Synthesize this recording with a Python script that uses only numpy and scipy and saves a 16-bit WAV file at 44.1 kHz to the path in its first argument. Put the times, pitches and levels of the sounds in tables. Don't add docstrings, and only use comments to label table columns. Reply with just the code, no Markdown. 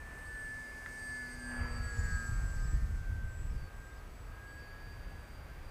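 import sys
import numpy as np
from scipy import signal
from scipy.fft import rfft, irfft
from scipy.io import wavfile
from scipy.ndimage import uniform_filter1d

SR = 44100
rng = np.random.default_rng(int(sys.argv[2]) if len(sys.argv) > 2 else 0)


def voltage_ratio(decibels):
    exponent = np.asarray(decibels, float) / 20
    return 10 ** exponent


def dump_mix(stems):
    frames = np.atleast_2d(stems).T
    limited = np.clip(frames, -1, 1)
    pcm = np.round(limited * 32767).astype(np.int16)
    wavfile.write(sys.argv[1], SR, pcm)


N = 251370


def rms_one(x):
    return x / np.sqrt(np.mean(x ** 2) + 1e-20)


def in_time(rows):
    s, *columns = np.transpose(rows)
    return [np.interp(np.arange(N) / SR, s, column) for column in columns]


def drift(rate_hz):
    r = np.exp(-80 * np.pi * rate_hz / SR)
    coarse = rng.standard_normal(N // 40 + 2002)
    slow = signal.lfilter([1], [1, -2 * r, r * r], coarse)[2000:]
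    return np.interp(np.arange(N) / 40, np.arange(len(slow)), rms_one(slow))


def swells(rows, base_db):
    t = np.arange(0, N + 64, 64) / SR
    gain = voltage_ratio(base_db) + sum(voltage_ratio(db) * np.exp(-((t - s) / half) ** 2) for s, half, db in rows)
    return np.interp(np.arange(N) / SR, t, 20 * np.log10(gain))


def tone(hz, level_db):
    turns = np.cumsum(hz) / SR + rng.random()
    return np.sqrt(2) * voltage_ratio(level_db) * np.sin(2 * np.pi * turns)


def coloured(spectrum):
    hz, db = np.transpose(spectrum)
    grid = np.maximum(np.fft.rfftfreq(N, 1 / SR), 1)
    shape_db = np.interp(np.log(grid), np.log(hz), db, -70, -70)
    return rms_one(irfft(rfft(rng.standard_normal(N)) * voltage_ratio(shape_db), N))


def pass_band(x, order, low_hz, high_hz):
    return signal.sosfilt(signal.butter(order, [low_hz, high_hz], "band", fs=SR, output="sos"), x)


def note(s, length, db, hz, swing_hz, shape):
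    edge = .15
    shares, bends = np.transpose(shape)
    at = np.union1d(shares, [edge, 1 - edge])
    bend = np.interp(at, shares, bends)
    fade = np.clip(np.minimum(at, 1 - at) / edge, 0, 1)
    climb_db = 4 * swing_hz / 1000 * (bend - bend.mean())
    return np.transpose([s + length * at, hz + swing_hz * bend, db - 9 * (1 - fade) + climb_db])


def slides(rows):
    return [note(s, length, db, a_hz, b_hz - a_hz, [(0, 0), (1, 0.98)]) for s, length, a_hz, b_hz, db in rows]


def whistles(notes, waver_db):
    t, out = np.arange(N) / SR, 0
    for points in notes:
        hz, db = in_time(points)
        sounding = (t >= points[0][0]) * (t <= points[-1][0])
        out = out + tone(hz, db + waver_db * drift(30)) * sounding
    return out


# f/Hz, level/dB per Hz
FLOOR_SPECTRUM = [(60, 8), (200, -1), (400, -1.5), (800, -4), (1400, -6), (2300, -9.5), (3000, -16),
                  (4000, -20), (6000, -24), (9000, -26), (12000, -28), (15270, -24.5), (15400, -46)]
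# t/s, level/dB
SURF = [(0, 0), (2, 1), (3.3, -1.5), (4.2, -.5), (5, 0.5), (5.7, 0.5)]


def surf_and_grass():
    return voltage_ratio(-56 + in_time(SURF)[0]) * coloured(FLOOR_SPECTRUM)


# t/s, half-length/s, peak level/dB
GUSTS = [(0.0, 0.18, -56), (.35, 0.17, -55.5), (1.12, 0.042, -61), (1.5, 0.033, -56), (1.62, 0.035, -41),
         (1.71, 0.084, -44), (1.82, 0.071, -38.5), (2.02, 0.056, -33), (2.13, 0.071, -35.5),
         (2.33, 0.055, -35), (2.44, 0.041, -36.5), (2.6, 0.68, -46), (2.64, 0.089, -33.5),
         (2.75, 0.026, -30), (2.83, 0.021, -32.5), (2.95, 0.062, -37), (3.11, 0.042, -36.5),
         (3.25, 0.12, -40.5), (3.46, 0.065, -37.5), (3.55, 0.033, -36.5), (3.63, .03, -38),
         (3.78, 0.061, -53), (4.06, 0.21, -55), (4.43, 0.19, -58.5), (4.9, 0.17, -53), (5.11, 0.11, -50.5),
         (5.5, 0.34, -52)]
# f/Hz, level/dB per Hz
RUMBLE = [(12, -16), (22, -3), (38, 2), (73, -2), (110, -9.5), (157, -31.5), (230, -33.5)]
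# f/Hz, level/dB per Hz
FLAP = [(70, -3.5), (110, -3), (157, -5.5), (230, -19.5), (330, -22.5), (500, -76)]


def wind(lumpy_db, evenness):
    rumble_db = swells(GUSTS, -53) - .5 + 1.5 * drift(6)
    rumble = coloured(RUMBLE)
    swing = uniform_filter1d(uniform_filter1d(rumble ** 2, size=2600), size=2600)
    rumble = rms_one(rumble / (swing + 0.061) ** evenness)
    flap_db = 0.95 * rumble_db - 14.5 + lumpy_db * drift(27)
    return voltage_ratio(rumble_db) * rumble + voltage_ratio(flap_db) * coloured(FLAP)


# t/s, level/dB, low f/Hz, high f/Hz
TICK = (.8605, -6, 1300, 2100)


def tick():
    s, db, low_hz, high_hz = TICK
    hits = np.zeros(N)
    hits[round(s * SR)] = voltage_ratio(db)
    hits[round((s + .0037) * SR)] = voltage_ratio(db - 7)
    hits[round((s + .00052) * SR)] = voltage_ratio(db - 6)
    body = pass_band(hits + 1e-18, 5, low_hz, high_hz)
    crack = pass_band(np.roll(hits, 50) + 1e-18, 2, high_hz, 3600)
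    thud = pass_band(hits + 1e-18, 2, 880, 1030)
    return body + voltage_ratio(-17) * crack + voltage_ratio(-5) * thud


# t/s, length/s, top f/Hz, fall f/Hz, level/dB
HOOKS = [
    (.31, .055, 5050, 1050, -75),
    (2.625, .075, 5500, 1470, -71.5),
    (2.745, .045, 4900, 700, -75),
    (3.496, .05, 5650, 1100, -76),
    (3.95, .066, 5150, 950, -77),
    (4.585, .04, 5350, 600, -77),
]
HOOK_SHAPE = [(0, -.7), (.2, -.4), (.33, 0), (.5, -.45), (.7, -.8), (.87, -1), (1, -.82)]
# t/s, length/s, bottom f/Hz, depth f/Hz, level/dB
DIPS = [
    (2.56, .058, 4460, 1340, -69),
    (3.915, .02, 3600, 200, -78),
]
DIP_SHAPE = [(0, 1), (.13, .6), (.27, .18), (.53, 0), (.7, .31), (.88, .6), (1, .95)]
# t/s, length/s, held f/Hz, droop f/Hz, level/dB
DROOPS = [
    (.98, .133, 4690, 200, -70),
    (3.562, .132, 4630, 190, -72),
]
DROOP_SHAPE = [(0, 0), (.35, 0), (.65, -.25), (1, -1)]
# t/s, length/s, from f/Hz, to f/Hz, level/dB
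STRAIGHT = [
    (.255, .025, 4400, 4800, -73),
    (.425, .045, 5000, 4200, -77),
    (3.548, .022, 5300, 4580, -74),
    (4.35, .08, 4850, 4920, -82),
    (4.63, .09, 4150, 4300, -79),
    (5.64, .07, 4730, 4730, -74),
]


def birds():
    chirps = slides(STRAIGHT)
    for rows, shape in [(HOOKS, HOOK_SHAPE), (DIPS, DIP_SHAPE), (DROOPS, DROOP_SHAPE)]:
        chirps += [note(s, length, db, hz, swing_hz, shape) for s, length, hz, swing_hz, db in rows]
    return voltage_ratio(2) * whistles(chirps, waver_db=.7)


# t/s, length/s, from f/Hz, to f/Hz, level/dB
WING = [
    (1.3, .55, 7320, 7090, -81),
    (1.87, .22, 7075, 6990, -67),
    (2.07, .12, 7000, 6800, -74),
    (2.18, .3, 6810, 6520, -82),
    (2.0, .33, 2120, 1830, -68),
    (1.0, .65, 4480, 4270, -77),
    (1.29, .15, 2095, 2130, -64),
]


def wing():
    return whistles(slides(WING), waver_db=4.5)


# t/s, shaft f/Hz, controller switching f/Hz
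FLIGHT = [(0.0, 125.64, 8377), (0.3, 125.3, 8363), (0.5, 124.45, 8349), (0.97, 124.8, 8324),
          (1.5, 122.29, 8147), (1.65, 121.15, 8078), (1.8, 119.4, 7971), (1.95, 118.2, 7883),
          (2.1, 116.9, 7817), (2.25, 115.27, 7786), (2.4, 113.79, 7767), (2.9, 111.85, 7740),
          (3.3, 110.93, 7743), (3.6, 113.29, 7764), (4.2, 114.46, 7849), (4.5, 117.34, 7908),
          (4.85, 118.88, 7999), (5.7, 121.55, 8168)]
# t/s, half-length/s, peak level/dB
WASH_SWELLS = [(.13, 0.16, -60.5), (.9, 0.9, -67.5), (1.62, 0.14, -51.5), (1.79, 0.095, -60.5),
               (2.02, 0.15, -61), (2.45, 0.19, -64.5), (4.6, 0.73, -76), (5.7, 0.33, -68.5)]
# f/Hz, level/dB per Hz
WASH = [(250, -14), (480, -6), (800, -4), (1350, -3), (1800, -3), (2600, -12.5), (3300, -22)]
# t/s, half-length/s, blade level/dB, tip against blade level/dB, top against blade level/dB
HISS_SWELLS = [(0.452, 0.64, -71.5, 2, -7), (1.15, 0.37, -68.5, -1.5, -8.5), (1.72, 0.49, -73.5, -3, -19),
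               (2.215, 0.37, -65.5, -7.5, -8), (2.754, 0.3, -72, -8, -13), (3.59, 0.9, -76.5, -10, -8)]
# low f/Hz, high f/Hz
AIR_BANDS = [(4200, 7080), (7400, 9400), (9500, 12200)]


def propeller_air(chop, grain_db):
    shaft = in_time(FLIGHT)[0]
    blades = 1 + chop * np.sin(4 * np.pi * np.cumsum(shaft) / SR)
    wash_db = swells(WASH_SWELLS, base_db=-81)
    out = voltage_ratio(wash_db + grain_db * drift(90)) * coloured(WASH)
    s, half, blade_db, *against_db = np.transpose(HISS_SWELLS)
    for (low_hz, high_hz), db, base_db in zip(AIR_BANDS, [0, *against_db], [-95, -95, -86]):
        level_db = swells(zip(s, half, blade_db + db), base_db) + .8 * drift(7)
        out += voltage_ratio(level_db) * rms_one(pass_band(rng.standard_normal(N), 4, low_hz, high_hz))
    return blades * out


# t/s, half-length/s, peak level/dB
BLADE_BEAMS = [(.15, .12, -72.5), (.6, 0.23, -62.5), (1.0, 0.2, -63.5), (1.25, 0.14, -58),
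               (1.56, 0.16, -47.5), (1.8, 0.055, -54), (2.0, 0.082, -56), (2.23, 0.083, -55),
               (2.55, .15, -75.5), (2.9, 0.054, -58), (3.24, 0.11, -68), (4.59, 0.067, -70),
               (5.0, 0.12, -72)]
# t/s, half-length/s, peak level/dB
WHINE_BEAMS = [(.05, 0.45, -53.5), (0.498, .22, -46), (0.87, 0.18, -51), (1.158, 0.17, -43),
               (1.571, 0.15, -45), (1.902, 0.11, -48), (2.16, .15, -43.5), (2.525, 0.23, -52.5),
               (3.175, 0.25, -54), (3.616, 0.11, -64), (3.876, 0.17, -59), (4.54, 0.22, -54),
               (4.87, 0.12, -59.5), (5.13, 0.13, -61), (5.5, .06, -69)]
# t/s, half-length/s, peak level/dB
WHISTLE_BEAMS = [(.1, .12, -77), (0.416, 0.18, -62.5), (.69, 0.048, -74), (1.064, 0.15, -59),
                 (1.328, 0.095, -59), (1.496, 0.11, -58.5), (1.86, 0.15, -57), (2.195, 0.19, -55),
                 (2.5, 0.091, -62), (2.694, 0.092, -60), (2.944, 0.12, -72), (3.153, 0.083, -81),
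                 (3.4, 0.12, -66), (3.833, 0.21, -72.5), (4.202, 0.076, -73), (4.35, .06, -83),
                 (4.512, .08, -69.5), (4.92, 0.055, -81), (5.222, 0.17, -77), (5.7, .08, -79)]
# t/s, half-length/s, peak level/dB
BEAT28_BEAMS = [(.5, 0.11, -75.5), (.75, .17, -73), (1.2, 0.21, -64), (1.47, 0.18, -68),
                (1.707, .14, -59.5), (2.025, 0.36, -63.5), (3.86, 0.089, -86), (4.178, .15, -80.5),
                (4.356, 0.038, -79), (4.494, .04, -74), (4.62, 0.09, -70.5), (4.87, 0.2, -69),
                (5.3, 0.28, -72.5), (5.7, 0.13, -81)]
# t/s, half-length/s, peak level/dB
BEAT14_BEAMS = [(1.35, 1, -79), (2.3, .35, -82), (3.996, 0.27, -92), (5.0, .5, -88)]
# t/s, half-length/s, peak level/dB
LOWER_BEAMS = [
    [(1.85, 0.26, -61.5), (3.85, 0.61, -73)],
    [(1.64, .05, -56.5), (1.78, 0.092, -58.5), (2.1, 0.16, -57), (2.35, 0.16, -65.5), (2.7, 0.19, -64.5),
     (3.95, 0.53, -68), (4.7, .25, -75.5), (5.4, 0.12, -71)],
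    [(.1, 0.19, -73), (.36, 0.16, -65.5), (.8, 0.18, -68), (1.23, 0.12, -59), (1.58, 0.076, -60),
     (1.88, .1, -57), (2.27, .15, -59), (2.8, 0.21, -68), (5.3, 0.48, -73)],
    [(.15, 0.13, -76), (.5, 0.13, -60.5), (.85, 0.17, -66), (1.15, .2, -71), (1.5, 0.15, -54.5),
     (2.08, 0.15, -56), (2.38, 0.22, -63), (3.0, 0.18, -64.5), (3.7, 0.19, -76), (4.7, 0.61, -71),
     (5.6, 0.37, -69)],
]
# t/s, half-length/s, peak level/dB
UPPER_BEAMS = [
    [(.8, .2, -80), (1.75, 0.06, -69), (2.0, 0.13, -58.5), (2.2, 0.12, -60.5), (2.58, 0.22, -66),
     (3.2, 0.6, -74.5), (4.7, 0.32, -75)],
    [(1.3, 0.09, -65), (1.86, 0.079, -64), (2.07, .1, -60), (2.37, 0.087, -59.5), (2.8, 0.15, -66.5)],
    [(.65, 0.25, -68.5), (.92, 0.13, -69), (1.2, .12, -65), (1.68, 0.057, -66), (1.9, 0.064, -68),
     (2.2, 0.1, -73), (3.0, 0.47, -74.5)],
]
# order, neighbour order, level against it/dB
FAINT = [(10, 11, -8), (18, 17, -3), (19, 16, -14), (20, 16, -15), (21, 15, -16), (22, 15, -20),
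         (42, 15, -14)]
# t/s, half-length/s, depth/dB
NULLS = [(0.63, .03, -3), (1.268, 0.031, -16), (1.37, 0.021, -16), (1.657, 0.0087, -10), (1.808, 0.02, -18),
         (3.68, .03, -10)]


def motor(shimmer_db, fade_db):
    shaft, switching = in_time(FLIGHT)

    def beams_db(beams):
        return swells(beams, base_db=-94)

    whistle_db = beams_db(WHISTLE_BEAMS)
    t = np.arange(N) / SR
    for s, half, db in NULLS:
        whistle_db += db * np.exp(-((t - s) / half) ** 2)
    orders = dict(zip([4, 11, 12, 13, 15, 16, 17], map(beams_db, [*LOWER_BEAMS, *UPPER_BEAMS])))
    for order, beside, db in FAINT:
        orders[order] = orders[beside] + db + 2.0 * drift(3)
    out = tone(2 * shaft, beams_db(BLADE_BEAMS))
    out += tone(14 * shaft, beams_db(WHINE_BEAMS) + shimmer_db * drift(25))
    for turns, level_db in [(0, whistle_db), (28, beams_db(BEAT28_BEAMS)), (14, beams_db(BEAT14_BEAMS))]:
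        out += tone(switching - turns * shaft, level_db + 1.53 * drift(21.0))
    for order, level_db in orders.items():
        out += tone(order * shaft, level_db + fade_db * drift(2.8))
    return out


def scene():
    around = surf_and_grass() + wind(lumpy_db=1.5, evenness=0.39) + tick() + birds()
    plane = wing() + propeller_air(chop=.18, grain_db=1.5) + motor(shimmer_db=0.52, fade_db=2.5)
    return (around + plane)[None]


def band_limit(x):
    return signal.sosfilt(signal.butter(12, 15350, fs=SR, output="sos"), x)


def record(dry):
    return band_limit(dry)


dry = scene()
out = record(dry)
dump_mix(out)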